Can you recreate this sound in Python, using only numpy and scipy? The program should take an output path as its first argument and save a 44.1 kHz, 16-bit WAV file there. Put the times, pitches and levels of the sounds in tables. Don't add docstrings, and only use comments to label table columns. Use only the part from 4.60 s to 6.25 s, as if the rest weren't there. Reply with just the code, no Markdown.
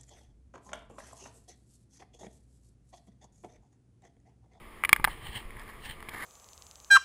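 import sys
import numpy as np
from scipy import signal
from scipy.fft import rfft, irfft, next_fast_len
from scipy.io import wavfile
from scipy.ndimage import map_coordinates

SR = 44100
rng = np.random.default_rng(int(sys.argv[2]) if len(sys.argv) > 2 else 0)


def generate_wav(sig):
    pcm = np.round(np.clip(np.atleast_2d(sig).T, -1, 1) * 32767).astype(np.int16)
    wavfile.write(sys.argv[1], SR, pcm)


N = 72765
TIME_S = np.arange(N) / SR

# f/Hz, width/Hz, level/dB
CASE_MODES = [(882, 105, -5.5), (1172, 129, -1.5), (1690, 184, -0.5), (2088, 236, 1), (2312, 153, -2),
              (2890, 83, -7.5), (3290, 127, -9), (3680, 190, -17), (4700, 660, -52), (8600, 500, -18.5),
              (9744, 280, -9.5), (14220, 410, -14)]
# t/s, relative level/dB, knock/dB, hollow/dB, snap/dB, edge/dB, sparkle/dB, ring-time factor, thump/dB
CONTACTS = [ (0.2378, -11.5, 2, 7, -0.5, -16.5, -3.5, 0.76, -24),
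            (0.2496, -13, -7.5, -4, 2, -9, -1, 0.72, -15), (0.2526, -19, -8, 7, 8, 0, 2.5, 1.5, -29),
            (0.2930, -10.5, -2, 4, -0.5, 2.5, -1, 1.23, -23), (0.3299, 0, 3, 7, 7, 1.5, 4.5, 1.15, -4.5),
            (0.3627, -12.5, -3, -5, 1, -13, -4, 1, -15), (0.398, -25.5, 16, 8, -1, -22, -3, 1.8, 10),
            (0.4433, 0, 0.5, -4.5, -8.5, -11.5, -6.5, 1.02, -19),
            (0.4483, -2.5, -0.5, 2.5, -7, -9, -6, 0.75, -10),
            (0.4753, -18, 18.5, -2, -2, -21, -5.5, 1.34, -28),
            (0.4818, -25.5, 20.5, 12.5, -6, -22, -3, 1.17, 5), (0.8280, -33.5, 1, 2, -6, -12, -6, 1.4, -16),
            (0.9066, -37.5, 5, 7, 3, -6, -0.5, 1.3, -11), (0.969, -27.5, 2, -3, -10, -23, -9, 1.3497, 0),
            (0.9960, -33, -6, -5, -1, 3, 1, 1.3, -8), (1.4050, -33, 4, 3, -1, -2, -2.5, 1.35, -15),
            (1.4270, -29, 8, -0.5, -9, -10.5, -7, 0.64, 2), (1.4872, -33, 11.5, 10, 11, -2.5, 3, 1.28, 10),
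            (1.4920, -27.5, -11, 2, 1, 11, 3, 1.87, -20), ]
CLICK_GAIN_DB, CLICK_FADE_S = 23, 0.047
THUMP_GAIN_DB, THUMP_HZ, THUMP_WIDTH_HZ, THUMP_LOWPASS_HZ = -4, 159, 720, 730
SLIP_DB, SLIP_T60_S, SLIP_HIGHPASS_HZ = -14.5, 0.014, 2130


def case_clicks(size=4096):
    out = np.zeros(N + size)
    t, f = np.arange(size) / SR, np.fft.rfftfreq(size, 1 / SR)
    thump_lowpass = minimum_phase(1 / (1 + (f / THUMP_LOWPASS_HZ) ** 2), size)
    thump = resonance(f, THUMP_HZ, THUMP_WIDTH_HZ) * thump_lowpass
    slip_highpass = (1j * f / (SLIP_HIGHPASS_HZ + 1j * f)) ** 2
    fade = np.exp(-(2 * t / CLICK_FADE_S) ** 2)
    for start_s, db, knock, hollow, snap, edge, sparkle, ring, thump_db in CONTACTS:
        slips = amp(SLIP_DB - 60 * t / SLIP_T60_S) * rng.standard_normal(size)
        force = 1 + slip_highpass * rfft(slips)
        mode_power = sum(abs(amp(mode_db) * resonance(f, hz, width_hz / ring)) ** 2
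                         for hz, width_hz, mode_db in CASE_MODES)
        drive_hz_db = [(880, knock), (1200, hollow), (1750, 0), (2200, snap),
                       (4200, edge), (7500, edge), (9800, sparkle)]
        case = minimum_phase(np.sqrt(mode_power) * amp(log_interp(drive_hz_db, f)), size)
        click = irfft(force * case + amp(THUMP_GAIN_DB + thump_db) * thump)
        out[round(start_s * SR):][:size] += amp(CLICK_GAIN_DB + db) * fade * click
    return out[:N]


# f/Hz, relative density/dB
CLOTH_SPECTRUM = [(100, 6.5), (300, -15), (650, -12), (860, 3), (1200, -8.5), (1450, -7.5), (1800, 6),
                  (2100, 2.5), (2450, -4), (3100, 7), (3600, -7), (4100, -5.5), (5200, -24.5),
                  (7000, -22.5), (8200, -11.5), (8900, -2.5), (9500, -14), (10300, -11.5), (11300, -26),
                  (13200, -17), (14000, -24), (14600, -5), (15200, -14)]
DRAG_SPECTRUM = [(40, -15), (100, -1.5), (150, 1), (200, -10), (320, -21), (800, -69)]
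# start/s, peak/s, end/s, peak level/dB, hiss boost/dB, relative drag/dB
STROKES = [(0.49, 0.506, .60, -43, -9, -23), (0.583, 0.674, 0.73, -42.5, 3.5, -2.5),
           (0.7, 0.766, .82, -36.5, 7, -14), (1.212, 1.259, 1.291, -41.5, 16.5, -30),
           (1.234, 1.303, 1.356, -40.5, 5, -11.5)]
STROKE_FALL_DB = 19.5
HISS_HZ, HISS_WIDTH_HZ = 5830, 1240


def fabric_swishes():
    out = np.zeros(N)
    for start_s, peak_s, end_s, db, hiss_db, drag_db in STROKES:
        off_peak = np.maximum((peak_s - TIME_S) / (peak_s - start_s),
                              (TIME_S - peak_s) / (end_s - peak_s))
        hiss = filtered(noise(CLOTH_SPECTRUM), lambda f: amp(hiss_db * bell(f, HISS_HZ, HISS_WIDTH_HZ)))
        swish = stick_slip(hiss) + amp(drag_db) * noise(DRAG_SPECTRUM)
        out += amp(db - STROKE_FALL_DB * off_peak) * swish
    return out


def stick_slip(x, depth_db=2, rate_hz=200):
    return unit_rms(x * amp(depth_db * wobble(rate_hz)))


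# f/Hz, relative density/dB
RUB_SPECTRUM = [(100, -9), (400, -9), (680, -8), (820, -3.5), (1180, 1.5), (1450, -7.5), (1750, 4),
                (2200, -0.5), (2550, -15.5), (3100, -13), (4500, -20), (7500, -23), (9000, -25),
                (10100, -11.5), (11200, -23), (13200, -25), (14000, -11), (15300, -43)]
RUMBLE_SPECTRUM = [(12, -8), (30, 0), (50, -5), (75, -14), (120, -12), (200, -22), (400, -40), (1000, -80)]
# t/s, level/dB
RUB_LEVELS = [(0, -74), (.22, -58.5), (.36, -55.5), (.42, -71), (.49, -45.5), (.58, -61.5), (.94, -60.5),
              (1.0, -50), (1.06, -57), (1.095, -45.5), (1.125, -54), (1.21, -70), (1.39, -65), (1.5, -55),
              (1.535, -43), (1.56, -42), (1.6, -41), (1.64, -37)]
RUMBLE_LEVELS = [(0, -59), (.3, -59), (.4, -44), (.45, -41.5), (.5, -51), (.55, -47), (.62, -53), (.7, -63),
                 (.8, -52.5), (.9, -53), (.96, -45), (1.08, -58), (1.3, -51), (1.5, -55.5), (1.65, -65)]


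def hand_rub():
    rub = envelope(RUB_LEVELS) * stick_slip(noise(RUB_SPECTRUM))
    rumble = envelope(RUMBLE_LEVELS) * noise(RUMBLE_SPECTRUM)
    return rub + rumble


# t/s, envelope peak/dB, f/Hz
SOFT_CONTACTS = [(0.244, -49, 44), (0.48, -38, 29.3), (0.689, -35, 50.6), (.762, -37, 121),
                 (0.847, -34, 26.6), (0.951, -37.5, 45)]
SWING_CYCLES = 0.79


def soft_bumps():
    out = np.zeros(N)
    for start_s, db, hz in SOFT_CONTACTS:
        cycles = np.maximum(TIME_S - start_s, 0) * hz
        rise = 2 * cycles / SWING_CYCLES
        out += amp(db) * rise * np.exp(1 - rise) * np.sin(2 * np.pi * cycles)
    return out


# f/Hz, relative density/dB
AIR_SPECTRUM = [(30, 8.5), (100, 1.5), (220, -6.5), (330, 1), (480, -3.5), (750, -7), (1000, -3), (1170, 1),
                (1350, -8.5), (1550, -13.5), (2100, -2.5), (2700, -13.5), (3300, -13), (3900, -23),
                (5200, -25.5), (8000, -28.5), (9000, -21.5), (10000, -18), (11300, -22), (13000, -23.5),
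                (14200, -21), (15400, -29)]
# f/Hz, level/dB
FAN_TONES = [(220, -65), (355, -72.5), (444, -66.5)]
AIR_DB, FAN_DRIFT_RAD = -51, 0.8


def ventilation():
    fans = sum(amp(db) * unit_rms(np.sin(2 * np.pi * hz * TIME_S + FAN_DRIFT_RAD * wobble(8)))
               for hz, db in FAN_TONES)
    return amp(AIR_DB) * noise(AIR_SPECTRUM) + fans


# f/Hz, T60/s
HALL_T60, HALL_DB = [(200, 1.1), (2000, 0.4), (10000, 0.31)], -29.5


def hall_reverb(x):
    f, t, bands = signal.stft(rng.standard_normal(N), SR, nperseg=256)
    decay = amp(-60 * t / log_interp(HALL_T60, f)[:, None])
    tail = signal.istft(bands * decay, SR, nperseg=256)[1]
    return amp(HALL_DB) * signal.fftconvolve(x, tail / np.linalg.norm(tail))[:N]


def amp(db):
    return 10 ** (np.asarray(db) / 20)


def unit_rms(x):
    return x / np.sqrt(np.mean(x ** 2) + 1e-20)


def log_interp(points, f):
    hz, values = np.transpose(points)
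    return np.interp(np.log(f + 1), np.log(hz + 1), values)


def envelope(points):
    return amp(np.interp(TIME_S, *np.transpose(points)))


def wobble(rate_hz):
    return map_coordinates(rng.standard_normal(N // 8), [TIME_S * rate_hz], mode="mirror")


def bell(f, hz, width_hz):
    return np.exp(-((f - hz) / width_hz) ** 2)


def resonance(f, hz, width_hz):
    return 1j * f * width_hz / (hz * hz - f * f + 1j * f * width_hz)


def minimum_phase(gain, size):
    cepstrum = irfft(np.log(np.maximum(gain, 1e-6)), size)
    cepstrum[1:size // 2] *= 2
    cepstrum[size // 2 + 1:] = 0
    return np.exp(rfft(cepstrum))


def filtered(x, response):
    size = 2 * next_fast_len(N)
    return irfft(rfft(x, size) * response(np.fft.rfftfreq(size, 1 / SR)), size)[:N]


def noise(spectrum):
    return unit_rms(filtered(rng.standard_normal(N), lambda f: amp(log_interp(spectrum, f))))


def scene():
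    close = case_clicks() + fabric_swishes()
    return (close + hall_reverb(close) + hand_rub() + soft_bumps() + ventilation())[None]


# f/Hz, half width/Hz, gain/dB
MIC_NOTCHES = [(6020, 480, -13), (12000, 700, -15)]
OVERLOAD_FS, CUTOFF_HZ, TAPER_HZ = 0.95, 15600, 400


def record(dry):
    def port(f):
        gain_db = sum(db * bell(f, hz, width_hz) for hz, width_hz, db in MIC_NOTCHES)
        return minimum_phase(amp(gain_db), 2 * (len(f) - 1))

    clipped = np.clip(filtered(dry[0], port), -OVERLOAD_FS, OVERLOAD_FS)
    return filtered(clipped, lambda f: np.clip((CUTOFF_HZ - f) / TAPER_HZ + 0.5, 0, 1))[None]


dry = scene()
out = record(dry)
generate_wav(out)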